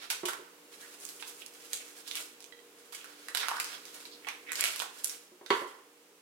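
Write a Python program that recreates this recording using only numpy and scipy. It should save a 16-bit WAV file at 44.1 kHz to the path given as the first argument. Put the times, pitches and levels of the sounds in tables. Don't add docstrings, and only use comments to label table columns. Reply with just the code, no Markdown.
import sys
import numpy as np
from scipy import signal
from scipy.fft import rfft, irfft
from scipy.io import wavfile
from scipy.ndimage import uniform_filter1d

SR = 44100
rng = np.random.default_rng(int(sys.argv[2]) if len(sys.argv) > 2 else 0)


def dump_mix(stems):
    frames = np.atleast_2d(stems).T
    limited = np.clip(frames, -1, 1)
    pcm = np.round(limited * 32767).astype(np.int16)
    wavfile.write(sys.argv[1], SR, pcm)


N = 273861

# start in seconds, length in seconds, level in dB,
# treble in dB relative to that level.
SLIDING_STROKES = [(-.04, 0.05, -49, -12), (0.683, 0.23, -59.5, 1), (0.948, 0.48, -60.5, 6),
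                   (1.495, 0.5, -61.5, 2), (2.022, .19, -55, 4.5), (2.744, 0.19, -66, -1),
                   (2.916, 0.34, -58.5, -3.5), (3.338, 0.09, -46, -12), (3.498, 0.22, -49, -6.5),
                   (3.766, 0.13, -58, -1), (3.904, 0.13, -57, 0.5), (4.532, 0.2, -44, -2.5),
                   (4.907, 0.21, -54.5, 2), (5.035, 0.052, -56, 9.5), (5.478, 0.091, -51.5, 1.5)]
STROKE_ATTACK_S, STROKE_RELEASE_T60_S = 0.05, 0.41


def undb(db):
    return 10 ** (np.asarray(db) / 20)


def unit(x):
    return x / np.sqrt(np.mean(np.sum(x ** 2, axis=-1)))


def log_interp(f, hz, values):
    return np.interp(np.log(np.maximum(f, 1)), np.log(hz), values)


def colour(x, points, size=2048):
    gain_db = log_interp(np.fft.rfftfreq(size, 1 / SR), *np.transpose(points))
    cepstrum = irfft(np.log(undb(gain_db)))
    cepstrum[1:size // 2] *= 2
    cepstrum[size // 2 + 1:] = 0
    impulse_response = irfft(np.exp(rfft(cepstrum)))
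    return signal.fftconvolve(x, impulse_response[None], axes=-1)[:, :x.shape[1]]


def fade(t, t60):
    return np.exp(-np.log(1000) * t / t60)


def sides(pan_db):
    gains = undb(np.array([[pan_db], [-pan_db]]) / 2)
    return gains / np.sqrt(np.mean(gains ** 2))


def add(track, s, x):
    i = max(int(s * SR), 0)
    track[:, i:i + x.shape[1]] += x[:, :N - i]


def diffuse(size, alike_hz=950):
    mid, side = rfft(rng.standard_normal((2, size)))
    alike = np.exp(-(np.fft.rfftfreq(size, 1 / SR) / alike_hz) ** 2)
    common = mid * np.sqrt(1 + alike)
    opposed = side * np.sqrt(1 - alike) * np.array([[1], [-1]])
    return irfft(common + opposed, size) / np.sqrt(2)


def walk(rate):
    k = int(SR / rate)
    steps = np.repeat(rng.standard_normal(N // k + 1), k)[:N]
    return uniform_filter1d(steps, k)


def panel(x, hz, q):
    return signal.lfilter(*signal.iirpeak(min(hz, SR / 3), max(q, 1), fs=SR), x)


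def ringing(modes, t, apart_hz=2500):
    tones = []
    for hz, db, t60 in modes:
        phase = min(hz / apart_hz, 1) * rng.standard_normal((2, 1))
        tones.append(undb(db) * fade(t, t60) * np.sin(2 * np.pi * hz * t + phase))
    return sum(tones)


def slips(size, rate, spread_db):
    sizes = undb(spread_db * np.minimum(rng.exponential(size=size), 5))
    return (rng.random(size) < rate / SR) * sizes * rng.standard_normal((2, size))


def fridge(air_rms_db=-59, waver_db=3.0, drift_hz=1.336, pan_db=-2.0):
    # frequency in Hz, rms level in dB before the waver and swell.
    hum_lines = [(177.6, -87), (296.1, -71), (415, -77), (475, -69)]
    # frequency in Hz, relative density in dB per Hz.
    air_spectrum = [(18, -89), (30, -42.5), (145, -30.5), (170, -24.5), (259, -16.5), (295, -16),
                    (345, -11.5), (473, -10.5), (632, -19), (1040, -17.5), (1910, -20), (2680, -19),
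                    (3870, -23), (8520, -23.5), (16000, -29)]
    # time in seconds, gain in dB.
    swell = [(0, 1), (1.2, 2.5), (2.6, 1), (3.2, 2), (4.5, 3.5), (5.3, -1.5), (6.2, -2)]
    air = unit(colour(diffuse(N), air_spectrum)) * np.sqrt(N) * undb(air_rms_db)
    hum = 0
    for hz, db in hum_lines:
        level = np.sqrt(2) * undb(db + waver_db * walk(7.1))
        phase = 2 * np.pi * np.cumsum(hz + drift_hz * walk(13)) / SR
        hum = hum + level * np.sin(phase)
    swell_db = np.interp(np.arange(N) / SR, *np.transpose(swell))
    return (air + hum) * undb(swell_db) * sides(pan_db)


def stroke(start, length):
    t = np.arange(N) / SR - start
    attack = np.clip(t / STROKE_ATTACK_S, 0, 1)
    return attack * fade(np.clip(t - length, 0, 1), STROKE_RELEASE_T60_S)


def sliding(grain_db=2.5, rate=4000, flutter_db=4.8, low_mid_db=-6, pan_db=-2.0):
    start, length, db, treble_db = np.transpose(SLIDING_STROKES)
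    motion = np.array([stroke(*row) for row in zip(start, length)])
    low_mid = [(200, -28.5), (600, -7.5), (950, -10.5), (1600, -3.5), (2600, -34.5), (6000, -29)]
    middle = [(600, -52.0), (1400, -9), (2300, -2.5), (4000, -3.0), (5500, -7.0), (9000, -30.5)]
    treble = [(2000, -60.0), (4500, -8), (6500, -3.5), (11500, -5.0), (15500, -11.5)]
    out, pressure = 0, walk(45)
    for band_db, shape in [(db + low_mid_db, low_mid), (db, middle), (db + treble_db, treble)]:
        grains = unit(colour(slips(N, rate, grain_db), shape)) * np.sqrt(N)
        loudness = np.max(undb(band_db)[:, None] * motion, axis=0)
        out = out + grains * loudness * undb(flutter_db * pressure)
    return out * sides(pan_db)


def small_creases(scatter_db=0.5, treble_db=-4.0, panel_hz=4200., spread_octaves=0.86, count=3):
    above_stroke_db, shiver_t60, pan_db = 23., .006, -8.
    rows = []
    for s, length, db, _ in SLIDING_STROKES:
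        for when, (strength, width) in zip(rng.random(count), rng.standard_normal((count, 2))):
            pop_s = s + STROKE_ATTACK_S + when * length
            pop_db = db + above_stroke_db + scatter_db * strength
            hz = panel_hz * 2 ** (spread_octaves * width)
            rows.append((pop_s, pop_db, treble_db, hz, shiver_t60, pan_db))
    return rows


def creases(body_db=-12, top_db=-9, panel_db=-3.0, panel_q=4.7,
            chain_db=-4.5, chain_rate=220, chain_spread_db=5.0, chain_t60=0.23,
            lead_in_db=-15., lead_in_t60=0.016, size=6000, count=5):
    # time in seconds, energy in dB, treble in dB relative to 3 kHz,
    # panel resonance in Hz, shiver t60 in seconds, left minus right in dB.
    crease_pops = [(0.102, 0, 0.5, 3230, 0.091, -5), (0.255, -4.5, 0, 3270, 0.055, -3),
                   (0.284, -4, 0.5, 1550, 0.052, -7), (1.0523, -14, 5, 6960, 0.013, -12),
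                   (1.09, -16, -6, 12000, 0.003, -11), (1.225, -13.5, -21, 2750, 0.031, -7),
                   (1.463, -18, 7, 5700, 0.0064, -5), (1.7323, -4.5, -3.5, 7100, 0.016, -8),
                   (2.1131, -11, -11, 3770, .004, -15), (2.155, -8, -3, 3220, 0.0025, 0),
                   (2.405, -25, -2, 5000, 0.0099, -7), (2.4255, -23, -8, 6300, 0.0087, -9),
                   (2.924, -13, 4, 3000, 0.29, -6), (2.9475, -14.5, -12, 6950, 0.041, -2),
                   (3.0438, -18.5, -2.5, 1480, 0.011, -3), (3.2852, -12.5, -5, 1980, 0.01, -3),
                   (3.349, -2, -4, 2780, 0.012, -10), (3.3725, -2.5, -4, 3460, 0.0079, -8),
                   (3.432, -5.5, -20, 1410, 0.019, 0), (3.4849, -2.5, -4, 1500, 0.0039, -5),
                   (3.5148, -5.5, -17, 1000, 0.0094, -4), (3.6, -3, -1.5, 2570, 0.011, -2.5),
                   (3.6447, -10.5, -4, 5070, .004, -5), (3.854, -20, -3, 4900, 0.01, -9),
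                   (4.0541, -16.5, -13, 4040, 0.0075, -12), (4.2699, -10, -30, 2210, 0.062, -6),
                   (4.2872, -7.5, -11, 2360, 0.0036, -17), (4.4938, -17.5, -32, 2180, 0.013, -14),
                   (4.5191, -4.5, 2.5, 2230, 0.009, -6), (4.5557, -9.5, -3.5, 5300, 0.008, -6),
                   (4.5964, -8.5, -9, 2300, .003, -6), (4.609, -0.5, 6, 7640, 0.0032, -3),
                   (4.64, 0.5, 0.5, 2700, 0.0044, -5), (4.6563, -6, -10, 3350, 0.0029, -14),
                   (4.7613, -10.5, 1, 2520, 0.0025, -3), (4.7943, -11.5, 2, 7600, 0.005, -12),
                   (4.8008, -6.5, -10, 3340, 0.0069, -11), (4.82, -8.5, 1.5, 915, 0.02, -24),
                   (5.038, -11, 8, 12600, .004, 12), (5.045, 1, 6, 9900, .003, -9),
                   (5.073, -12.5, 2, 7450, .005, 5), (5.0966, -13.5, -7, 5470, 0.0058, -9),
                   (5.4623, -18.5, -14, 4000, 0.019, -16)]
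    middling_hz, middling_t60, middling_low_db = 3000, 0.012, -2.5
    deep_panel_db, long_shiver_db = 8.5, 2.
    blur_t60 = 0.054
    pop_room_db, beaming_treble_db, beaming_db_per_db = -2, 1, 1.37
    snap = 4.5
    direct, spots = np.zeros((2, N)), np.zeros((count, 2, N))
    lead = size // 20
    t = (np.arange(size) - lead) / SR
    for k, (s, db, high_db, hz, t60, pan_db) in enumerate([*crease_pops, *small_creases()]):
        shiver_t60 = max(t60, 1e-3)
        low_db = (middling_low_db + deep_panel_db * np.log2(middling_hz / hz)
                  + long_shiver_db * np.log2(shiver_t60 / middling_t60))
        room_db = pop_room_db - beaming_db_per_db * max(high_db - beaming_treble_db, 0)
        lead_in = undb(lead_in_db) * fade(abs(t), lead_in_t60)
        envelope = np.where(t < 0, lead_in, fade(abs(t), shiver_t60))
        push = rng.standard_normal((2, size)) * envelope
        push[:, lead] = snap
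        chain = slips(size, chain_rate, chain_spread_db) * fade(abs(t), chain_t60) * (t > 0)
        push += undb(chain_db) * chain
        shape = [(120, low_db - 48), (560, low_db + body_db), (1000, low_db), (1500, low_db), (2300, 0),
                 (3600, 0), (7000, high_db), (11500, high_db), (15500, high_db + top_db)]
        resonance = panel(push, hz, panel_q / (1 + t60 / blur_t60))
        pop = unit(unit(colour(push, shape)) + undb(panel_db) * unit(resonance)) * undb(db)
        add(direct, s + t[0], pop * sides(pan_db))
        add(spots[k % count], s + t[0], pop * undb(room_db))
    return direct, spots


def knocks(contact_db=-8.0, clack_db=7.5, clack_t60=0.034, pan_db=1.0, low_hz=245, size=22050):
    # time in seconds, energy in dB, contact cut-off in Hz.
    blows = [(.233, -8, 570), (.239, -12.5, 750), (0.389, -21.5, 400), (4.821, -33, 885),
             (5.318, -28.5, 400), (5.412, -23, 900), (5.5043, 6.5, 3530), (5.5082, 2.5, 1920),
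             (5.618, -11.5, 800)]
    # frequency in Hz, level in dB, t60 in seconds.
    worktop_modes = [(291, -64, 0.16), (359.2, 6, 0.15), (400, 1, 0.048), (494, 3.5, 0.04), (627, 7, 0.038),
                     (658, -26, 0.41), (860, 4, 0.038), (942, 0.5, 0.13), (1023, 0, 0.05), (1107, -8, 0.22),
                     (1265, -20, 0.089), (1650, -3, 0.084), (1670, 0, 0.079), (1934, 16.5, 0.013),
                     (2193, 10, 0.052), (2650, 7, .025), (3360, 6.5, 0.049), (4620, 14, 0.019)]
    # frequency in Hz, gain in dB.
    clack_spectrum = [(130, 0), (240, -42.5), (390, 10.5), (620, -8.5), (1050, 6.5), (1500, -3), (3000, 3),
                      (5500, -8.5), (9000, -7.5), (15000, 0)]
    out, t = np.zeros((2, N)), np.arange(size) / SR
    ring = unit(ringing(worktop_modes, t))
    bass_cut = signal.butter(3, low_hz, "high", fs=SR, output="sos")
    for s, db, hz in blows:
        contact = unit(diffuse(size) * fade(t, clack_t60)) + undb(contact_db) * (t == 0)
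        clack = colour(contact, clack_spectrum)
        softness = signal.butter(2, hz, fs=SR, output="sos")
        blow = signal.sosfilt(softness, ring + undb(clack_db) * unit(clack))
        blow = signal.sosfilt(bass_cut, blow)
        add(out, s, unit(blow) * undb(db) * sides(pan_db))
    return out


def scuffs(rate=1500, grain_db=5.0, q=2.4, pan_db=-2.5):
    # start in seconds, length in seconds, level in dB, panel resonance in Hz.
    scuff_runs = [(0.811, 0.055, -55, 1780), (1.191, 0.023, -50.5, 2720), (1.4, 0.038, -50, 2800),
                  (1.789, 0.041, -52, 2500), (2.042, 0.082, -53.5, 3700), (2.127, 0.07, -47, 2730),
                  (2.979, 0.06, -55, 2820), (3.52, 0.11, -43.5, 1400), (4.1, 0.065, -54.5, 4170),
                  (4.222, 0.041, -52.5, 2190), (4.46, 0.087, -45.5, 2160), (4.595, 0.099, -39.5, 2370)]
    out = np.zeros((2, N))
    for s, length, db, hz in scuff_runs:
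        size = int(length * SR)
        run = slips(size, rate, grain_db) * np.sqrt(np.hanning(size))
        rung = panel(panel(run, hz, q), hz, q)
        add(out, s, unit(rung) * np.sqrt(size) * undb(db))
    return out * sides(pan_db)


def clinks(pan_db=-12.0, size=6000):
    # time in seconds, energy in dB.
    nudges = [(2.5237, -22.5), (2.5907, -31)]
    # frequency in Hz, level in dB, t60 in seconds.
    utensil_modes = [(1960, 3, 0.035), (3230, 0, .022), (3920, 0, 0.019)]
    out = np.zeros((2, N))
    for s, db in nudges:
        add(out, s, unit(ringing(utensil_modes, np.arange(size) / SR)) * undb(db))
    return out * sides(pan_db)


def near_path(x, echo_s=.0054, echo_db=-11.0, lag_samples=4):
    out = x.copy()
    add(out, echo_s, x * undb(echo_db))
    return np.array([np.roll(out[0], lag_samples), out[1]])


def kitchen(x, early_db=3.0, early_t60=0.16, gap_s=0.004, pan_db=0.5, size=30000):
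    # band centre in Hz, level in dB, t60 in seconds.
    room_bands = [(149, -6, 0.32), (400, -1, 0.59), (1000, 5, 0.6), (2500, 2.5, 0.58), (6500, 2.5, 0.46),
                  (10200, 1, 0.36), (16800, -2, 0.57)]
    t = np.arange(size) / SR
    f, noise = np.fft.rfftfreq(size, 1 / SR), rfft(diffuse(size))
    hz, dbs, t60s = np.transpose(room_bands)
    response = 0
    for share, db, t60 in zip(np.eye(len(hz)), dbs, t60s):
        decay = fade(t, t60) + undb(early_db) * fade(t, early_t60)
        envelope = decay * np.minimum(t / gap_s, 1) ** 2
        band = irfft(noise * log_interp(f, hz, share), size)
        response = response + band * unit(envelope) * undb(db)
    return signal.fftconvolve(x, response, axes=-1)[:, :N] * sides(pan_db)


def scene(slide_room_db=-3.5, knock_room_db=-1.0):
    # frequency in Hz, gain in dB.
    left_tone = [(300, -2.5), (600, -4), (1200, -5), (2500, -7), (5000, -3.5), (9000, 2), (15000, -4.5)]
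    background = fridge()
    slides = sliding()
    pops, spots = creases()
    blows = knocks()
    small = slides + scuffs() + clinks()
    sends = [*spots, undb(slide_room_db) * small, undb(knock_room_db) * blows]
    room = sum(kitchen(x) for x in sends)
    work = near_path(pops + small) + blows + room
    return np.vstack([colour(work[:1], left_tone), work[1:]]) + background


def record(dry, top_hz=16000):
    return signal.sosfilt(signal.ellip(8, .2, 70, top_hz, fs=SR, output="sos"), dry)


dry = scene()
out = record(dry)
dump_mix(out)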